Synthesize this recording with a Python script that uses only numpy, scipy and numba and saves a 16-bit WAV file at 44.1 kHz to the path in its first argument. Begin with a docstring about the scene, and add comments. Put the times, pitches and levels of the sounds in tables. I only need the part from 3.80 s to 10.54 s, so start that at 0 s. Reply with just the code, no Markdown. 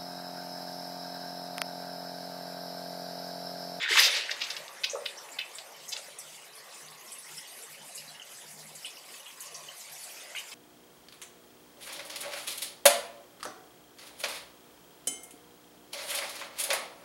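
"""A shower head just turned on in a small tiled bathroom, heard from close by. Slugs of water knock in the
filling head, air pockets sputter out of the nozzles as short trains of clicks, and big bubbles gulp. The spray
(bands of noise) surges, then settles under fizzing jets and ringing droplets. A low hum comes in spells; later
lone drops fall, a nozzle ticks once, and a murmur swells twice. Tiles add a short tail to all but spray, hum
and murmur."""
import sys
import numpy as np
from scipy import signal
from scipy.fft import rfft, irfft, next_fast_len
from scipy.io import wavfile
from scipy.ndimage import uniform_filter1d
from numba import njit

SR = 44100
rng = np.random.default_rng(int(sys.argv[2]) if len(sys.argv) > 2 else 0)


def bounce(signal):
    """Save signal as a 16-bit WAV file at the path given by the first command-line argument."""
    frames = np.transpose(np.atleast_2d(signal))
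    limited = np.clip(frames, -1, 1)
    pcm = np.round(limited * 32767).astype(np.int16)
    wavfile.write(sys.argv[1], SR, pcm)


N = 297278


def undb(db):
    """Amplitude of a level in dB."""
    return 10 ** (np.asarray(db) / 20)


def unit(x):
    """Scale to an RMS of 1."""
    return x / np.sqrt(np.mean(x ** 2))


def rare(u):
    """Exponential spread from uniform u: mostly small, now and then large, at most 3."""
    return np.minimum(-np.log(u), 3)


def curve(table):
    """Columns of a table joined by straight lines in time."""
    time_s, *columns = np.transpose(table)
    return [np.interp(np.arange(N) / SR, time_s, c) for c in columns]


def band(x, hz, width_oct):
    """Bell-shaped band around hz."""
    size = next_fast_len(len(x))
    f = np.fft.rfftfreq(size, 1 / SR) + 1
    gain = np.exp(-.5 * (np.log2(f / hz) / width_oct) ** 2)
    return irfft(rfft(x, size) * gain, size)[:len(x)]


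def walk(rate_hz):
    """Random levels held 1 / rate_hz and smoothed twice; spread near 1."""
    hold = int(SR / rate_hz)
    steps = np.repeat(rng.standard_normal(N // hold + 1), hold)
    return np.sqrt(2) * uniform_filter1d(uniform_filter1d(steps, hold), hold)[:N]


@njit
def wavelets(n, s, hz, cycles, size, sr):
    """Bell-shaped wave packets without net pressure: few cycles click, many fizz."""
    y = np.zeros(n)
    for k in range(len(s)):
        spread_s = cycles[k] / hz[k] / 4
        mean = np.exp(-.5 * (np.pi * cycles[k] / 2) ** 2)
        first = max(int((s[k] - 4 * spread_s) * sr), 0)
        last = min(int((s[k] + 4 * spread_s) * sr) + 1, n)
        for i in range(first, last):
            t = i / sr - s[k]
            bell = np.exp(-.5 * (t / spread_s) ** 2)
            y[i] += size[k] * bell * (np.cos(2 * np.pi * hz[k] * t) - mean)
    return y


@njit
def bubbles(n, s, hz, cycles, size, glide, sr):
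    """Damped rings that open within a cycle and rise in pitch as the bubble nears the surface."""
    y = np.zeros(n)
    for k in range(len(s)):
        span = cycles[k] / hz[k] * sr
        start = int(s[k] * sr)
        phase = 0.
        for i in range(min(int(3 * span), n - start)):
            phase += 2 * np.pi * hz[k] * (1 + glide * i / span) / sr
            y[start + i] += size[k] * min(phase / 6, 1.) * np.exp(-2 * i / span) * np.sin(phase)
    return y


def packets(rows):
    """Sum of wave packets from blocks of (centre s, pitch Hz, cycles, amplitude)."""
    return wavelets(N, *np.ascontiguousarray(np.concatenate(rows).T), 1. * SR)


def hum():
    """A low hum that wavers and comes on in spells, with a faint rumble under it."""
    # spells: (start [s], length [s], level [dB])
    spell_table = [(0.777, 0.06, -68), (2.45, .16, -78), (3.026, 0.15, -68), (3.52, 0.077, -66),
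                   (3.886, 0.064, -66), (3.995, 0.068, -66.5), (4.166, 0.19, -69), (4.64, 0.35, -66),
                   (6.101, 0.055, -70)]
    hum_hz, ramp_s, rest_db = 153.4, 0.036, -80
    t = np.arange(N) / SR
    swell = undb(rest_db + 3.5 * walk(9))
    for start_s, length_s, db in spell_table:
        edge_s = np.minimum(t - start_s, start_s + length_s - t)
        swell = swell + undb(db) * np.clip(edge_s / ramp_s + .5, 0, 1)
    cycles = np.cumsum(hum_hz * (1 + 0.0076 * walk(3.5))) / SR
    tone = np.sqrt(2) * np.sin(2 * np.pi * cycles) * undb(1.0 * walk(30))
    broad_rumble = undb(-9.5) * unit(band(rng.standard_normal(N), 140, 1.0))
    narrow_rumble = undb(-4) * unit(band(rng.standard_normal(N), 207, 0.14))
    return swell * (tone + broad_rumble + narrow_rumble)


def murmur():
    """A hollow, uneven murmur in the tub: narrow noise that swells twice."""
    # swells: (time of top [s], level [dB])
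    swell_table = [(3.12, -61), (5.62, -60)]
    murmur_hz, swell_s = 1083, 0.54
    t = np.arange(N) / SR
    swell = sum(undb(db) * np.exp(-2 * ((t - top_s) / swell_s) ** 2) for top_s, db in swell_table)
    return swell * undb(3.0 * walk(20)) * unit(band(rng.standard_normal(N), murmur_hz, 0.15))


def spray(drum_db, splash_db, hiss_db):
    """Noise bands for countless drops; drumming, splash and hiss blend across pitch."""
    # relative spectrum: (frequency [Hz], density [dB per Hz])
    colour_table = [(25, -46), (75, -31.5), (144, -10.5), (267, -9), (421, -1.5), (509, -1.5), (684, 2),
                    (1380, -5), (2060, -1.5), (3170, -8), (10100, -6), (12000, -12), (13900, -16),
                    (15500, -21)]
    hz_points, db_points = np.transpose(colour_table)
    surges = [c - np.median(c) for c in (drum_db, splash_db, hiss_db)]
    gust, white = walk(19), rng.standard_normal(N)
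    out = 0
    # third-octave steps, then sixths
    for octaves in np.r_[np.full(19, 1 / 3), np.full(19, 1 / 6)].cumsum():
        hz = 22 * 2 ** octaves
        width_oct = 1 / 6 if hz < 1900 else 1 / 12
        # 0 drumming, 1 splash, 2 hiss
        place = np.interp(np.log(hz), np.log([150, 600, 2800, 9500]), [-1.0, -0.48, 0.7, 2.0])
        swell = sum(max(1 - abs(place - k), 0) * surge for k, surge in enumerate(surges))
        # each band flickers alone, the treble most; the treble also gusts together
        flicker = (3.64 + 0.35 * abs(place)) * walk(30) + 1.54 * max(place, 0) * gust
        flicker = flicker / (1 + np.maximum(swell, 0) / 12)  # steadier in a surge
        db = np.interp(np.log(hz), np.log(hz_points), db_points) + 10 * np.log10(hz * width_oct)
        noise = unit(band(np.roll(white, rng.integers(N)), hz, width_oct))
        out = out + undb(db + swell + flicker - 87.0) * noise
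    return out


def droplets(splash_db, hiss_db):
    """Single drops, thickest at the start, each trapping one tiny bubble that rings briefly."""
    u = rng.random((12000, 4))
    i = (u[:, 0] ** 2 * N).astype(int)
    small = u[:, 2] ** 0.687
    hz = 1500 * 10 ** small
    cycles = hz * (0.001 + 0.0067 * u[:, 3] ** 2)
    db = (1 - small) * splash_db[i] + small * hiss_db[i] + 0.5 - 5.0 * small ** 4
    db = db + 5.9 * rare(u[:, 1]) + 2.63 * np.log(u[:, 0])  # weaker where they crowd
    return bubbles(N, i / SR, hz, cycles, undb(db), 0.028, 1. * SR)


def fizz(s, db, hz, length_s, spread, cycles):
    """Dense irregular clusters of tiny bubbles, each cluster scattered about one pitch."""
    u, v = rng.random((len(s), 24, 2)), rng.standard_normal((len(s), 24))
    t = s[:, None] + length_s * u[..., 0] ** 1.6
    pitch = np.minimum(hz[:, None] * np.exp(spread * v), .45 * SR)
    size = undb(db[:, None] - 10.5 * u[..., 1] - 3.1 * u[..., 0])
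    return packets([np.c_[t.ravel(), pitch.ravel(), np.full(t.size, cycles), size.ravel()]])


def small_fizz(hiss_db):
    """Many short fizzes, narrow or wide in pitch, at random times; level follows the jet hiss."""
    u = rng.random((500, 5))
    db = hiss_db[(u[:, 0] * N).astype(int)] + 4.5 + 3 * rare(u[:, 1])
    hz = 2200 * 5.55 ** u[:, 2] ** 0.59
    length_s, spread = .004 + .02 * u[:, 3:4], 0.039 + 0.28 * u[:, 4:] ** 3
    return fizz(u[:, 0] * N / SR, db, hz, length_s, spread, cycles=8.5)


def jet_fizz():
    """Single jets fizzing: clusters of longer wave packets."""
    # fizzes: (start [s], relative level [dB], pitch [Hz], pitch spread [share])
    jet_table = [(.2, -18.5, 11600, 0.11), (0.249, -24.5, 10400, 0.21), (1.098, -28, 6670, 0.11),
                 (1.3722, -35, 5770, 0.048), (1.516, -38, 7500, 0.033), (1.597, -32, 2520, 0.14),
                 (1.752, -34.5, 7900, 0.1), (2.082, -30.5, 6330, 0.12), (2.09, -33.5, 10000, 0.22),
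                 (2.173, -35, 7640, 0.11), (2.387, -30.5, 8750, 0.17), (2.754, -39, 10400, 0.079),
                 (3.3197, -29.5, 9100, .09), (3.385, -34, 10050, 0.034), (3.573, -36.5, 5420, 0.022),
                 (3.821, -34, 9200, 0.12), (4.150, -30, 9200, 0.17), (4.177, -34.5, 5850, 0.44),
                 (4.278, -39, 4150, 0.048), (4.9527, -35.5, 8200, 0.24), (5.054, -35, 3140, 0.19),
                 (5.052, -33, 9100, 0.077), (5.4595, -41, 3230, 0.14), (5.605, -30, 9300, 0.23),
                 (5.656, -34, 8300, 0.21), (5.745, -32.5, 6470, 0.2), (5.993, -38, 7200, 0.09),
                 (6.118, -36, 12000, 0.085), (6.2364, -33.5, 9300, 0.17), (6.551, -31, 2720, .2),
                 (6.575, -34, 3050, 0.13), (6.582, -33.5, 7860, 0.18), (6.7154, -36.5, 3600, 0.24)]
    s, db, hz, spread = np.transpose(jet_table)
    return fizz(s, db, hz, .022, spread[:, None], cycles=16.5)


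def gulps(drum_db):
    """Big bubbles in the tub water swell and shrink over a random patter of smaller rings."""
    # big bubbles: (time of top [s], relative level [dB], pitch [Hz])
    gulp_table = [(0.112, -28, 420), (.159, -17.5, 1070), (0.178, -14.5, 1040), (.451, -33, 690),
                  (.512, -32, 650), (.804, -32.5, 600), (1.1365, -24, 570), (1.149, -21.5, 526),
                  (1.156, -25, 1150), (1.16, -27, 810), (1.168, -28.5, 570), (1.19, -31, 635),
                  (1.222, -32, 570), (2.195, -34.5, 640), (2.286, -39, 577)]
    s, db, hz = np.transpose(gulp_table)
    big = packets([np.c_[s, hz, np.full(len(s), 4.6), undb(db)]])
    u = rng.random((1400, 3))
    size = undb(drum_db[(u[:, 0] * N).astype(int)] + 2.0 * rare(u[:, 1]))
    pitch = 420 * 2.67 ** u[:, 2]
    patter = bubbles(N, u[:, 0] * N / SR, pitch, np.full(len(u), 5.5), size, 0.47, 1. * SR)
    return big + patter


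def drips():
    """Lone drops as short plinks, plus one dry tick of air from a nozzle: one wave packet each."""
    # drops, and one nozzle tick at 3.086 s: (time of top [s], peak level [dB], pitch [Hz], length [cycles])
    drip_table = [(3.086, -37, 4600, 6.7), (5.0483, -30, 2930, 15), (4.399, -36, 3070, 10),
                  (4.42, -36, 2860, 11), (5.172, -40, 2800, 9), (6.551, -37, 1580, 8.3)]
    s, db, hz, cycles = np.transpose(drip_table)
    return packets([np.c_[s, hz, cycles, undb(db)]])


def churn():
    """Each slug of water is three quick knocks that ring the cavity of the part-filled head."""
    # slugs: (time [s], loudest possible knock [dB])
    slug_table = [(.038, -32), (0.054, -25.5), (0.06, -21), (.078, -27), (.091, -20.5), (.101, -28),
                  (.118, -24), (.129, -20), (.139, -27), (.16, -22), (.186, -18), (.495, -28),
                  (0.516, -29.5)]
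    cavity_hz = 1840
    s, db = np.transpose(slug_table)
    u = rng.random((len(s), 3, 3))
    t = s[:, None] + 0.00424 * (u[..., 0] - .5)
    hz = cavity_hz * (1 + 0.21 * (u[..., 1] - .5))
    size = undb(db[:, None] - 6 * u[..., 2])
    return packets([np.c_[t.ravel(), hz.ravel(), np.full(t.size, 5.5), size.ravel()]])


def sputter():
    """Air pockets leave the nozzles as near-regular click trains; clicks snap and ring on briefly."""
    # pockets: (start [s], length [s], click rate [1/s], click pitch [Hz], relative level [dB],
    # place of peak [0-1 of length])
    pocket_table = [(0.1724, 0.012, 510, 2770, -8.5, 0), (0.187, 0.014, 490, 3600, -5, 0.3),
                    (0.214, 0.068, 455, 4100, -9.5, 0.5), (0.341, 0.036, 420, 4100, -18, 1),
                    (0.508, 0.013, 465, 4140, -15.5, 0.5), (0.605, 0.005, 420, 4230, -25, 0.4),
                    (0.613, 0.012, 470, 3450, -13, 0.7), (0.637, 0.01, 360, 4240, -16, 0.05),
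                    (0.702, 0.016, 450, 4300, -18.5, 0.15), (0.766, 0.0072, 560, 3830, -22, 0.05),
                    (0.881, 0.001, 450, 3470, -16, 0.4), (1.036, 0.012, 510, 3500, -9.5, 0.87),
                    (1.257, 0.0081, 484, 3300, -13, 0.9), (1.488, 0.0032, 315, 2200, -23.5, 0.5),
                    (1.587, 0.0073, 510, 2800, -14, 0.6), (1.785, 0.0069, 500, 4040, -26, 0),
                    (2.121, 0.018, 440, 4700, -18.5, 0.4), (2.165, 0.0042, 580, 3300, -17, 0.5)]
    nozzle_low_hz = 1370
    rows = []
    for start_s, length_s, rate, hz, peak_db, top in pocket_table:
        t = np.arange(int(length_s * rate) + 1) / rate
        chance = rng.standard_normal((40, 4))[:len(t)]
        off = (t / length_s - top) / np.where(t < top * length_s, top + 0.04, 1.05 - top)
        db = peak_db - 11 * off ** 2 + 1.6 * chance[:, 2]
        t = start_s + t + 0.022 * chance[:, 0] / rate
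        same = np.ones(len(t))
        click = np.c_[t, hz * (1 + .08 * chance[:, 1]), 1.6 * same, undb(db)]
        snap = np.c_[t, 11500 * same, 1.8 * same, undb(db - 19.5 + 3.0 * chance[:, 3])]
        ring = np.c_[t + .0008, hz * np.exp(.25 * chance[:, 3]), 5.0 * same, undb(db - 13)]
        rows += [click, snap, ring]
    high_pass = signal.butter(2, nozzle_low_hz, "high", fs=SR, output="sos")
    return signal.sosfiltfilt(high_pass, packets(rows))


def tiles(x):
    """Dense, ragged tail of reflections with a fast onset; the treble dies first."""
    # decay bands: (frequency [Hz], t60 [s] of the late decay)
    decay_table = [(300, 0.29), (1500, 0.25), (5000, 0.21), (14000, 0.16)]
    t = np.arange(SR // 2) / SR
    tail = 0
    for hz, t60_s in decay_table:
        tail = tail + band(rng.standard_normal(len(t)), hz, 1.0) * np.exp(-np.log(1000) * t / t60_s)
    onset = (1 - np.exp(-t / 0.00029)) * (1 + 0.94 * np.exp(-t / 0.009))  # early part stronger
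    tail = tail * undb(2.6 * walk(400)[:len(t)]) * onset
    return signal.fftconvolve(x, undb(-4.5) * tail / np.sqrt(np.sum(tail ** 2)))[:N]


def scene():
    """Spray, hum and murmur behind the close clicks and wet sounds and their tile tail."""
    # surge, then settling: (time [s], drumming [dB], splash [dB], jet hiss [dB]), relative levels
    flow_table = [(0, -58, -33.5, -78), (0.03, -41, -25, -63), (0.07, -66, -32, -83),
                  (0.096, -43, -26.5, -50), (0.165, -35.5, -23, -46), (0.19, -37.5, -18.5, -35),
                  (0.27, -37, -30.5, -57), (0.31, -45, -28.5, -52), (0.37, -39, -28, -55),
                  (0.42, -49.5, -33, -63), (0.56, -47.5, -44.5, -61), (.7, -44.5, -46.5, -54.5),
                  (.9, -49.5, -59, -60), (1.5, -50, -61, -58), (2.4, -55.5, -58.5, -62),
                  (3.3, -56.5, -58.5, -56), (4.6, -57, -59.5, -57.5), (5.6, -58.5, -57, -55.5),
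                  (6.74, -53.5, -54, -54)]
    drum_db, splash_db, hiss_db = curve(flow_table)
    background = spray(drum_db, splash_db, hiss_db) + hum() + murmur()
    wet = jet_fizz() + small_fizz(hiss_db) + droplets(splash_db, hiss_db) + gulps(drum_db)
    clicks = sputter() + drips() + churn()
    # the wet sounds are weaker direct than in the tail
    return (clicks + undb(-5.5) * wet + tiles(clicks + wet) + background)[None]


def record(dry):
    """Steep elliptic low-pass cuts the top."""
    top_hz = 15700
    return signal.sosfilt(signal.ellip(12, .3, 80, top_hz, fs=SR, output="sos"), dry)


dry = scene()
out = record(dry)
bounce(out)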